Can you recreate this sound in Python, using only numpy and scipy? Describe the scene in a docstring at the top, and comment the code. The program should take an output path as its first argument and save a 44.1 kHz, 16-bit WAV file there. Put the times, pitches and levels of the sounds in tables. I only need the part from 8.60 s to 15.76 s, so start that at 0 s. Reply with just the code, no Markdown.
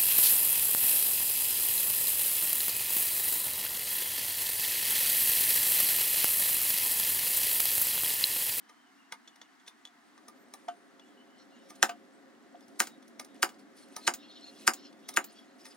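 """A chisel cuts down through the edge of a wooden block on a board on a hard floor, in a small room.
First the edge ticks on the wood as it is set in place, over soft hiss and very faint chirping; a low
room noise comes up and the block rocks with a hollow knock. From 3.2 s come six cuts: a brief rush of
noise, a crack, the blade hitting the board, and a sharp second tick about 60 ms later. Between and after
the cuts the blade rubs, and a thin, rough whine comes and goes in snatches, with short high squeaks."""
import sys
import numpy as np
from scipy import signal
from scipy.fft import rfft, irfft
from scipy.io import wavfile
from scipy.ndimage import uniform_filter1d

SR = 44100
rng = np.random.default_rng(int(sys.argv[2]) if len(sys.argv) > 2 else 0)


def wav_out(sig):
    """Save sig, one row per channel (or a flat mono array), as 16-bit PCM at SR to the path in sys.argv[1]."""
    wavfile.write(sys.argv[1], SR, np.round(np.clip(np.atleast_2d(sig).T, -1, 1) * 32767).astype(np.int16))


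N = 315756
TIME = np.arange(N) / SR
BRIEF = np.arange(-1024, 1024) / SR   # time axis centred on a transient [s]

# cue list of the cuts: (time [s], blow [dB], crack [dB], rush [dB], rush lead [s], 3 kHz bark [dB],
# 4 kHz splintering [dB], brittle treble [dB], thump [dB], rub [dB], wood ring [dB])
CUT_CUES = [(3.229, -6, -4, -31.5, 0.0036, -3, -0.5, -1, -47.5, -66.5, -34.5),
            (4.2034, -9, -7.5, -29, .0065, -14, -3.5, 6.5, -52, -77, -40),
            (4.8303, -9.5, -13.5, -28, 0.0041, 1.5, 2.5, 6.5, -67.5, -70.5, -38),
            (5.4783, -11, -12, -26, 0.0073, -2, 4.5, -2.5, -66, -53.5, -37.5),
            (6.078, -6, -7.5, -26, .0072, -4, -2.5, 4, -48, -53.5, -37),
            (6.5730, -8.5, -15, -29.5, 0.0074, 4, 3, 4.5, -69, -75.5, -38.5)]
# EQ of the rush of noise and of the crack after it: (frequency [Hz], level [dB])
RUSH_EQ = [(100, -36), (600, -16), (1300, 1), (2100, 2.5), (2900, 0.5), (5000, 3.5), (7900, -1), (9400, 6),
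           (10700, -7), (12000, -4.5), (16000, -13)]
CRACK_EQ = [(300, -15.5), (1500, -5.5), (2200, -3), (2800, 3), (3900, -8.5), (5200, -5), (6100, -6),
            (7000, -9.5), (8700, -6), (10500, -20), (16000, -19.5)]
# modes of the chisel snapping free: (frequency [Hz], level [dB], t60 [s])
CHISEL_MODES = [(3200, -20.5, 0.012), (5140, -0.5, 0.0048), (6850, -0.5, 0.0061), (8400, -21.5, 0.012),
                (11400, -16.5, 0.015)]

def cuts(blow_hz, blow_s, crack_lead_s):
    """After a brief, bright rush of noise the wood cracks and jolts the chisel, which hits the board."""
    out = np.zeros(N)
    blow = -np.cos(2 * np.pi * blow_hz * BRIEF) * np.exp(-(BRIEF / blow_s) ** 2)
    for s, blow_db, crack_db, rush_db, rush_lead_s, bark_db, splinter_db, brittle_db, *_ in CUT_CUES:
        start = s + BRIEF[0]
        tone = [(1700, 0), (2900, bark_db), (4000, splinter_db), (6000, 0), (13000, brittle_db)]
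        rush = colour(burst(RUSH_EQ, rise_s=0.0018, fall_s=0.0053, spread_db=4.0), tone)
        crack = colour(burst(CRACK_EQ, rise_s=0.00038, fall_s=0.00062), tone)
        jolt = touched(CHISEL_MODES, detune=0.004, uneven_db=4.0)
        add(out, start - rush_lead_s, from_db(rush_db + 0.5) * rush)
        add(out, start - crack_lead_s, from_db(crack_db - 2.5) * crack)
        add(out, s - crack_lead_s, from_db(crack_db - 4.5) * jolt)
        add(out, start, from_db(blow_db) * blow)
    return out


# modes of block and board: (frequency [Hz], level [dB], t60 before damping [s])
WOOD_MODES = [(229.5, -2, .14), (310, -0.5, .11), (346.3, 2.5, 0.13), (408.5, -2.5, 0.13), (550, -2, 0.17),
              (630, -5, 0.071), (691.4, 0, 0.17), (756, 3.5, 0.16), (829, 0, .16), (984, 1, 0.16),
              (1117, 0.5, .08), (1265, 7, 0.11), (1328, 5, .08), (1439, 1, 0.033), (1535, 4.5, .11),
              (1634, 4.5, .11), (1720, 5, 0.067), (1986, -2.5, .1), (2100, -5, .08), (2830, 1, .07),
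              (3000, -1.5, 0.063), (5420, -3.5, .05)]

def wood_ring(uneven_db, t60_share):
    """Every blow rings the same modes in a new balance; the weight on the block damps them."""
    times, *_, ring_db = np.transpose(CUT_CUES)
    hits = np.round(times * SR).astype(int)
    out = np.zeros(N)
    for k, (hz, mode_db, t60) in enumerate(WOOD_MODES):
        force = np.zeros(N)
        force[hits] = from_db(ring_db + mode_db + uneven_db * rng.standard_normal(len(hits)))
        out += (-1) ** k * ring(force, hz, t60_share * t60)
    return out


def thumps(thump_s):
    """A very faint, deep thump under each cut."""
    out = np.zeros(N)
    for s, *_, thump_db, _, _ in CUT_CUES:
        add(out, s + BRIEF[0], -from_db(thump_db) * np.exp(-(BRIEF / thump_s) ** 2))
    return out


# what follows each blow: (delay [s], tick [dB], treble [dB], note [Hz], note [dB], crackle [dB])
SECOND_TICK_CUES = [(.0640, -34, -15.5, 3060, -42, -42), (.067, -37.5, -3, 8000, -55, -38),
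                    (0.061, -43.5, -9, 7300, -59, -45.5), (.0600, -29.5, 7.5, 7000, -41, -56),
                    (.0575, -31.5, 7, 6900, -40.5, -56), (.0690, -39, 5, 14700, -42, -56)]
# EQ of the crackle and of the second tick: (frequency [Hz], level [dB])
CRACKLE_EQ = [(500, -25), (2000, -1.5), (5500, 0.5), (9500, -3.5), (16000, -10)]
SECOND_TICK_EQ = [(100, -37), (450, -8.5), (750, -15.5), (1300, -2), (2000, -5.5), (2700, -4), (4000, -7.5),
                  (5000, -3), (6000, -7.5), (7000, 1.5), (8000, -7), (14000, -16.5), (15400, -3)]

def second_ticks(snaps_per_s, crackle_fade_s, t60_s):
    """Each blow trails a short crackle; about 60 ms after it comes a sharp tick with a brief ring."""
    out, t = np.zeros(N), TIME[:SR // 8]
    for (s, *_), (delay_s, db, treble_db, hz, note_db, crackle_db) in zip(CUT_CUES, SECOND_TICK_CUES):
        snaps = rng.standard_normal(len(t)) * (rng.random(len(t)) < snaps_per_s / SR)
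        crackle = rms_one(colour(snaps, CRACKLE_EQ)) * np.exp(-t / crackle_fade_s)
        tick = contact(SECOND_TICK_EQ, treble_db, graze_db=-29.5, rise_s=0.0003, fall_s=0.0058)
        note = narrow_noise(len(t), hz, width_hz=400) * from_db(-60 * t / t60_s)
        add(out, s, from_db(crackle_db) * crackle)
        add(out, s + delay_s + BRIEF[0], from_db(db) * tick)
        add(out, s + delay_s, from_db(note_db) * note)
    return out


# the block rocks on the board: (time [s], level [dB], hardness [dB/octave], attack [s])
KNOCK_CUES = [(2.0815, -30, 5, 0.0062), (3.2885, -30, 8, 0.013), (3.944, -47.5, -2.5, .004)]
# its hollow note, a beating pair with overtones: (frequency [Hz], level [dB], t60 [s])
HOLLOW_MODES = [(704, 3.5, 0.13), (719.6, 3, 0.07), (860, 6, 0.027), (1161, -12, 0.075), (1253, -14, .1),
                (1370, -14, 0.079), (1537, -20, 0.13), (2800, -31, 0.12), (3070, -25.5, 0.099)]

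def knocks():
    """The block settles softly, so its note takes time to build; a harder knock is brighter."""
    out = np.zeros(N)
    root_hz = HOLLOW_MODES[0][0]
    for s, knock_db, hardness, attack_s in KNOCK_CUES:
        note = struck([(hz, db + hardness * np.log2(hz / root_hz), t60) for hz, db, t60 in HOLLOW_MODES])
        attack = 1 - np.exp(-TIME[:len(note)] / attack_s)
        add(out, s, from_db(knock_db) * note * attack)
    return out


# the edge touches the wood: (time [s], grit [dB], treble [dB], clink [dB], tap [dB], grit attack [s])
TICK_CUES = [(0.096, -53.5, -7, -83, -57.5, 0.0058), (.522, -30, -12, -48, -44.5, 0.00077),
             (0.675, -62, -6, -50, -83, 0.00091), (0.759, -53.5, 0, -69, -72, 0.0014),
             (0.814, -47, -18, -50.5, -64, 0.00082), (.997, -74, -12, -65, -71, .001),
             (1.063, -72, 5, -58, -83, 0.0011), (1.078, -47.5, -3.5, -47, -81, 0.0054),
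             (1.082, -47.5, -1, -65, -76, 0.0014), (1.251, -51, 5, -46, -73, 0.0011),
             (1.272, -57, -4, -60, -78, .001), (1.577, -54.5, -15, -70, -64, 0.0014),
             (1.682, -45.5, 14, -81, -52, 0.0014), (1.937, -38.5, 17, -77, -48.5, 0.00029),
             (2.084, -44, -16, -50, -56, 0.0027), (2.395, -60, -12, -58, -75, .0019),
             (3.104, -49, 8.5, -59, -52.5, 0.0076), (4.007, -58.5, 8, -66, -76, 0.0011),
             (4.082, -56.5, 13.5, -73.5, -72, 0.0018), (4.426, -58, -7, -64.5, -70, 0.0031),
             (4.479, -54.5, 13, -79, -78, 0.0014), (4.5961, -32.5, 1, -73, -47.5, 0.0009),
             (4.647, -46, 8, -72, -62.5, 0.0014), (5.364, -33.5, 9, -55, -42, 0.002),
             (6.327, -60, -7.5, -64, -70, .002), (6.489, -32, 12.5, -55.5, -51, 0.0025),
             (6.539, -42, 13, -64, -59, 0.0014), (7.055, -44, 0, -64, -63, 0.0027),
             (7.065, -48, 2, -66, -64, 0.0027)]
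# EQ of the grit: (frequency [Hz], level [dB])
GRIT_EQ = [(60, -46.5), (450, -3), (750, -1), (1200, 1), (1550, -1), (2100, 7), (3000, -7), (3900, 2),
           (4500, -3), (5600, 6), (8000, -11), (9500, 3), (11000, -10), (16000, -11.5)]
# modes of the woody tap and of the tool's clink: (frequency [Hz], level [dB], t60 [s])
TAP_MODES = [(774, -9, 0.052), (870, -8.5, 0.044), (1010, -5.5, 0.073), (1220, 2, 0.058), (1790, -5, 0.081),
             (1950, -6.5, 0.042), (2190, -1.5, 0.022), (3500, -8.5, .025), (4060, -5, .028),
             (5500, -1.5, 0.015), (6170, 1, 0.02), (8800, 1.5, .014)]
CLINK_MODES = [(3290, -4, 0.033), (3476, 6.5, .03), (3900, -3, .022), (4280, -4, 0.029), (4700, -3, 0.021),
               (5960, -1.5, 0.036), (6200, -16.5, .022), (6700, -4.5, 0.036), (7900, -14.5, 0.042)]

def ticks(delay_s, tap_trim_db, clink_trim_db, bounce_s, bounce_loss_db):
    """Each gritty touch taps the wood, and the tool chatters in three ever weaker bounces."""
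    out = np.zeros(N)
    for cue_s, grit_db, treble_db, clink_db, tap_db, rise_s in TICK_CUES:
        s = cue_s + delay_s
        grit = contact(GRIT_EQ, treble_db, graze_db=-18.5, rise_s=rise_s, fall_s=0.0021)
        tap = touched(TAP_MODES, detune=0.021, uneven_db=1.5)
        add(out, s + BRIEF[0], from_db(grit_db) * grit)
        add(out, s, from_db(tap_db + tap_trim_db) * tap)
        for bounce in range(3):
            at_s = s + bounce_s * np.sqrt(bounce) * rng.uniform(.7, 1.3)
            clink = touched(CLINK_MODES, detune=.022, uneven_db=3.0)
            add(out, at_s, from_db(clink_db + clink_trim_db - bounce_loss_db * bounce) * clink)
    return out


# the blade slides over the wood: (time [s], length [s], level [dB])
SLIDE_CUES = [(1.825, 0.41, -82), (3.149, 0.019, -60), (4.743, 0.029, -67.5), (4.977, 0.04, -62),
              (5.147, 0.11, -62), (5.278, 0.013, -64), (5.315, 0.05, -66), (6.669, 0.17, -73.5),
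              (6.954, 0.21, -64.5)]
# EQ of the friction: (frequency [Hz], level [dB])
RUB_EQ = [(1200, -19), (2200, -2), (3500, -2.5), (5500, -3), (8000, -6.5), (9600, -4), (11000, -11),
          (16000, -16.5)]

def rubbing(resting_db, push_s, let_go_s, slips_per_s, t60_s):
    """Clumps of tiny pitched slips swell as the hand leans into a cut and when the blade slides."""
    pushes = sum(from_db(db) * around(s, push_s, let_go_s) for s, *_, db, _ in CUT_CUES)
    friction = from_db(resting_db) + pushes
    for s, length_s, db in SLIDE_CUES:
        add(friction, s, from_db(db) * swell(round(length_s * SR), length_s / 2))
    slipping = rng.random(N) < slips_per_s * flutter(depth_db=5, rate_hz=40) / SR
    slips = slipping * rng.choice([-1, 1], N) * uneven_gains(N, spread_db=3)
    pitches = np.linspace(1800, 15500, 32)
    voice = rng.integers(0, len(pitches), N)
    grit = sum(ring(slips * (voice == k), hz, t60_s) * flutter(depth_db=4, rate_hz=25)
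               for k, hz in enumerate(pitches))
    return friction * rms_one(colour(flatten(grit, bins=6000), RUB_EQ))


# spells of the whine: (time [s], length [s], level [dB])
WHINE_CUES = [(2.754, .1, -71), (2.884, 0.36, -71.5), (5.162, 0.15, -70.5), (5.528, 0.49, -63.5),
              (6.112, 0.208, -63), (6.397, 0.55, -70.5)]
# its narrow noise bands: (frequency [Hz], width [Hz], level [dB])
WHINE_BANDS = [(2770, 70, -4), (3095, 70, -6.5), (3350, 70, -7), (3714, 55, -6), (4027, 50, -8),
               (4220, 80, -6), (5000, 90, -8), (5520, 90, -5), (6724, 90, -13)]

def whine(bands_db, rasp_db, rasp_width_hz, fade_s):
    """A thin, rough whine comes and goes in snatches over a patchy rasp."""
    envelope = np.zeros(N)
    for s, length_s, db in WHINE_CUES:
        add(envelope, s, from_db(db) * swell(round(length_s * SR), fade_s))
    bands = sum(from_db(db) * narrow_noise(N, hz, width_hz) * flutter(depth_db=7, rate_hz=30)
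                for hz, width_hz, db in WHINE_BANDS)
    rasp = sum(narrow_noise(N, hz, rasp_width_hz) * flutter(depth_db=6, rate_hz=25)
               for hz in np.geomspace(2500, 6200, 14))
    flicker = flutter(depth_db=3.5, rate_hz=35)
    return envelope * flicker * (from_db(bands_db) * rms_one(bands) + from_db(rasp_db) * rms_one(rasp))


# short high squeaks: (time [s], length [s], pitch [Hz], level [dB])
SQUEAK_CUES = [(2.77, .07, 4200, -65), (2.77, .075, 5600, -69), (3.04, .04, 3730, -71),
               (4.015, .04, 5080, -68), (4.27, .11, 3780, -67), (4.656, .13, 3720, -73),
               (5.405, .08, 4200, -54), (5.62, .055, 4230, -62), (5.68, .04, 4250, -57),
               (5.725, .075, 4200, -61), (5.81, .05, 4180, -53), (5.85, .06, 4190, -52),
               (5.97, .03, 4195, -62), (6.005, .035, 4190, -64), (6.2, .08, 4270, -66),
               (6.66, .06, 4300, -65), (6.755, .04, 4600, -65), (6.99, .05, 5080, -63),
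               (7.045, .05, 5100, -61), (7.095, .04, 4980, -60)]

def squeaks(beat_hz, neighbour_share, hiss_share):
    """Two close partials beat as a rough, pulsing tone inside a narrow hiss."""
    out = np.zeros(N)
    mix = np.array([1, neighbour_share, hiss_share])
    for s, length_s, hz, db in SQUEAK_CUES:
        size = round(length_s * SR)
        main = squeal(size, hz, waver_hz=35, rough_db=4)
        neighbour = squeal(size, hz + beat_hz, waver_hz=35, rough_db=4)
        hiss = narrow_noise(size, hz, width_hz=500) * swell(size, length_s / 2)
        add(out, s, from_db(db) * (mix @ [main, neighbour, hiss]) / np.linalg.norm(mix))
    return out


def fibres(from_s, snaps_per_s, floor_db, t60_s):
    """Once the blade is in the wood, tiny fibres give way in clumps of pitched snaps."""
    snapping = rng.random(N) < snaps_per_s * flutter(depth_db=7, rate_hz=12) / SR
    snaps = snapping * (TIME > from_s) * from_db(floor_db) * uneven_gains(N, spread_db=6)
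    pitches = np.geomspace(3000, 10500, 24)
    voice = rng.integers(0, len(pitches), N)
    return sum(ring(snaps * (voice == k), hz, t60_s) for k, hz in enumerate(pitches))


# dry, high swishes: (time [s], length [s], centre [Hz], level [dB])
SWISH_CUES = [(1.753, 0.1, 13500, -73), (1.837, 0.51, 8960, -78.5), (2.45, .06, 7500, -74),
              (3.52, .05, 8300, -73), (5.136, 0.14, 9250, -68), (6.718, 0.027, 9170, -65)]

def swishes(width_hz):
    """The wood shifts in the hand; the light friction gives a narrow, unsteady hiss."""
    out = np.zeros(N)
    for s, length_s, hz, db in SWISH_CUES:
        size = round(length_s * SR)
        add(out, s, from_db(db) * narrow_noise(size, hz, width_hz) * swell(size, length_s / 2))
    return out * flutter(depth_db=3.5, rate_hz=40)


# background chirps: (time [s], length [s], pitch [Hz], sweep [Hz], level [dB])
CHIRP_CUES = [(0, .04, 3050, 250, -70), (.05, .07, 3130, 0, -72), (.13, .09, 3150, 100, -72),
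              (.22, .06, 3000, -300, -73), (.33, .15, 2770, 0, -73), (.635, .05, 2950, 150, -70),
              (.71, .05, 2970, 0, -70), (.82, .07, 2980, 150, -72), (2.395, .04, 2880, 350, -67),
              (2.44, .09, 3280, 0, -73), (2.55, .06, 2980, 300, -66), (2.67, .05, 2950, 250, -69),
              (2.725, .05, 3050, 150, -71), (2.91, .06, 2800, 0, -70), (2.97, .035, 2980, 0, -68)]

def chirps(trim_db, blur_t60_s):
    """Faint short notes, level or swept, blurred by distance."""
    out = np.zeros(N)
    for s, length_s, hz, sweep_hz, db in CHIRP_CUES:
        glide = np.linspace(-.5, .5, round(length_s * SR))
        note = squeal(len(glide), hz + sweep_hz * glide, waver_hz=70, rough_db=4)
        add(out, s, from_db(db + trim_db) * note)
    t = TIME[:SR // 4]
    blur = flatten(rng.standard_normal(len(t)) * from_db(-60 * t / blur_t60_s), bins=40)
    return signal.fftconvolve(out, blur)[:N]


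# EQ of the reflections: (frequency [Hz], level against the direct sound [dB])
REVERB_EQ = [(100, -25.5), (300, -12), (900, 5.5), (1600, -6), (3000, -6), (7000, -7), (11000, -3.5),
             (16000, -3)]

def room_reverb(dry, early_t60_s, late_t60_s, late_db, dull_hz):
    """Near walls and floor answer with a dense short tail; a faint, longer, duller one follows."""
    t = TIME[:SR // 2]
    early = stereo_noise(len(t), side_db=-7) * from_db(-60 * t / early_t60_s)
    late = stereo_noise(len(t), side_db=-4) * from_db(late_db - 60 * t / late_t60_s)
    late = signal.sosfilt(signal.butter(1, dull_hz, fs=SR, output="sos"), late)
    fade_out = np.cos(np.pi / 2 * t / t[-1]) ** 2
    tail = colour(flatten(early + late, bins=200), REVERB_EQ) * fade_out
    echoes = np.pad(tail, [(0, 0), (round(.0018 * SR), 0)])   # pre-delay of the nearest surface
    return dry + signal.fftconvolve(dry[None], echoes, axes=1)[:, :N]


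# EQ of the room tone's rumble, droning resonances and hiss: (frequency [Hz], level [dB])
RUMBLE_EQ = [(30, -50), (60, -35.5), (120, -25), (170, -15.5), (215, -2), (285, 2.5), (350, -7), (430, -13),
             (520, -23), (2000, -76.5)]
DRONE_EQ = [(250, -64), (370, -5.5), (412, -6), (485, -21), (542, -2.5), (595, -18), (700, -7.5),
            (790, -18.5), (2000, -71.5)]
HISS_EQ = [(300, -29.5), (580, -18.5), (700, 3), (800, -2), (1300, -0.5), (2000, -1.5), (2400, -10.5),
           (4000, -13), (8500, -20.5), (11000, -27.5), (16000, -28.5)]

def room_tone(up_at_s, up_over_s, heave_db, hiss_db):
    """Under a steady hiss, rumble and room resonances come up early and swell around each cut."""
    up = np.clip((TIME - up_at_s) / up_over_s + .5, 0, 1)
    lift_db = heave_db * sum(around(s, rise_s=0.23, fall_s=0.2) for s, *_ in CUT_CUES)
    rumble_db = np.interp(up, [0, 1], [-66.5, -60.5]) + lift_db
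    drone_db = np.interp(up, [0, 1], [-85.5, -66]) + 0.95 * lift_db
    rumble = rms_one(colour(stereo_noise(N, side_db=-4), RUMBLE_EQ))
    drone = rms_one(colour(stereo_noise(N, side_db=-15.5), DRONE_EQ))
    hiss = rms_one(colour(stereo_noise(N, side_db=-4), HISS_EQ))
    return from_db(rumble_db) * rumble + from_db(drone_db) * drone + from_db(hiss_db) * hiss


def burst(eq, rise_s, fall_s, spread_db=2.5):
    """A grainy burst of noise that peaks at about unit power in the middle of BRIEF."""
    envelope = np.exp(-np.abs(BRIEF) / np.where(BRIEF < 0, rise_s, fall_s))
    grains = rms_one(rng.standard_normal(len(BRIEF)) * uneven_gains(len(BRIEF), spread_db))
    crackle = flatten(grains * envelope, bins=36)
    return rms_one(colour(crackle, eq)) * np.sqrt(np.mean(envelope ** 2))


def contact(eq, treble_db, graze_db, rise_s, fall_s):
    """A small gritty contact inside a softer graze, with its own brightness."""
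    shelf = [(1300, 0), (11000, treble_db)]
    tilted = [(hz, db + at_hz(shelf, hz)[0]) for hz, db in eq]
    return burst(tilted, rise_s, fall_s) + from_db(graze_db) * burst(tilted, rise_s=.0038, fall_s=.0041)


def struck(modes):
    """An eighth of a second of free ringing after one touch."""
    t = TIME[:SR // 8]
    return sum(from_db(db - 60 * t / t60) * np.sin(2 * np.pi * hz * t) for hz, db, t60 in modes)


def touched(modes, detune, uneven_db):
    """Free ringing, with each mode shifted a little by the grip and the point of contact."""
    chance = rng.standard_normal((len(modes), 2))
    return struck([(hz * (1 + detune * a), db + uneven_db * b, t60)
                   for (hz, db, t60), (a, b) in zip(modes, chance)])


def ring(force, hz, t60):
    """A resonator: a unit click sets a sine of height 1 ringing."""
    r, w = from_db(-60 / (t60 * SR)), 2 * np.pi * hz / SR
    return signal.lfilter([0, np.sin(w)], [1, -2 * r * np.cos(w), r * r], force + 1e-18)


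def squeal(size, hz, waver_hz, rough_db):
    """A tone that swells and fades, unsteady in pitch and strength."""
    knots = rng.standard_normal((2, 200))
    waver, rough = [np.interp(TIME[:size] * 150, np.arange(len(k)), k) for k in knots]
    tone = np.sin(2 * np.pi * np.cumsum(hz + waver_hz * waver) / SR) * from_db(rough_db * rough)
    return rms_one(tone) * np.sin(np.linspace(0, np.pi, size))


def narrow_noise(size, hz, width_hz):
    """Noise through one narrow resonance; unit power."""
    return rms_one(ring(rng.standard_normal(size), hz, t60=np.log(1000) / (np.pi * width_hz)))


def stereo_noise(size, side_db):
    """White noise that is mostly common to both channels."""
    mid, side = rng.standard_normal((2, size))
    return rms_one(mid + from_db(side_db) * side * [[1], [-1]])


def uneven_gains(size, spread_db):
    """Random boosts, most small and a few large."""
    return from_db(spread_db * np.minimum(rng.exponential(1, size), 4))


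def flutter(depth_db, rate_hz):
    """A gain that wanders at random."""
    knots = rng.standard_normal(2000)
    return from_db(depth_db * np.interp(TIME * rate_hz, np.arange(len(knots)), knots))


def swell(size, edge_s):
    """Attack, hold and release, with equal edges."""
    t = TIME[:size]
    return np.sin(np.pi / 2 * np.clip(np.minimum(t, t[-1] - t) / edge_s, 0, 1))


def around(s, rise_s, fall_s):
    """A gain that grows to 1 at time s and dies away after it."""
    return np.exp(-np.abs(TIME - s) / np.where(TIME < s, rise_s, fall_s))


def flatten(x, bins):
    """Level the broad humps of a noise spectrum and keep its fine ripple; unit energy."""
    spectrum = rfft(x)
    return irfft(spectrum / np.sqrt(uniform_filter1d(np.abs(spectrum) ** 2, bins) + 1e-20), x.shape[-1])


def colour(x, eq):
    """Apply an EQ curve."""
    size = x.shape[-1]
    gain = from_db(at_hz(eq, np.fft.rfftfreq(size, 1 / SR))[0])
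    return irfft(rfft(x) * gain, size)


def at_hz(points, hz):
    """Each column of a curve, read on a log-frequency axis."""
    knots, *columns = np.transpose(points)
    return [np.interp(np.log(hz + 1), np.log(knots), c) for c in columns]


def add(out, s, sound):
    """Mix a sound in from time s on."""
    start = max(round(s * SR), 0)
    out[start:start + len(sound)] += sound[:N - start]


def from_db(db):
    """Decibels to gain."""
    return 10 ** (np.asarray(db) / 20)


def rms_one(x):
    """Scale to unit power."""
    return x / np.sqrt(np.mean(x ** 2) + 1e-20)


def scene():
    """The mix: all the work happens at one spot, with the room around it."""
    work = cuts(blow_hz=1605, blow_s=0.00056, crack_lead_s=.0006)
    work += ticks(delay_s=0.0014, tap_trim_db=-0.5, clink_trim_db=-3, bounce_s=0.0019, bounce_loss_db=6)
    work += fibres(from_s=2.7, snaps_per_s=67, floor_db=-75, t60_s=.006)
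    work += second_ticks(snaps_per_s=1200, crackle_fade_s=.028, t60_s=0.053)
    work += rubbing(resting_db=-78.5, push_s=0.072, let_go_s=0.03, slips_per_s=6000, t60_s=.005)
    work += whine(bands_db=2, rasp_db=-11, rasp_width_hz=50, fade_s=0.11)
    work += squeaks(beat_hz=70, neighbour_share=.6, hiss_share=.7)
    work += swishes(width_hz=360)
    work += chirps(trim_db=0.5, blur_t60_s=.16)
    work = room_reverb(work, early_t60_s=0.095, late_t60_s=0.44, late_db=-34, dull_hz=3500)
    work += wood_ring(uneven_db=2, t60_share=0.88) + knocks()
    # the work and its room carry no deep bass; only the thumps added below reach beneath
    work = signal.sosfilt(signal.butter(5, 151, "high", fs=SR, output="sos"), work)
    work += thumps(thump_s=.003)
    return work + room_tone(up_at_s=1.49, up_over_s=0.3, heave_db=5, hiss_db=-63.5)


# stereo image of the two microphone ports: (frequency [Hz], left lead [rad], left minus right [dB])
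MIC_PORTS = [(30, 0.55, -4), (253, .95, 0), (1200, 0.92, .5), (3200, 1.0, .5), (6000, 1.2, 0),
             (9500, 1.35, -1), (13000, 2.0, .5), (16000, 2.3, 0.5)]

def record(dry):
    """The two ports differ in phase and level; the deep bass and the top are cut."""
    lead, balance_db = at_hz(MIC_PORTS, np.fft.rfftfreq(N, 1 / SR))
    side = np.array([[.5], [-.5]])
    ports = irfft(rfft(dry) * from_db(side * balance_db) * np.exp(1j * side * lead), N)
    ports = signal.sosfilt(signal.butter(1, 95, "high", fs=SR, output="sos"), ports)
    return signal.sosfilt(signal.ellip(10, .1, 80, 16000, fs=SR, output="sos"), ports)


dry = scene()
out = record(dry)
wav_out(out)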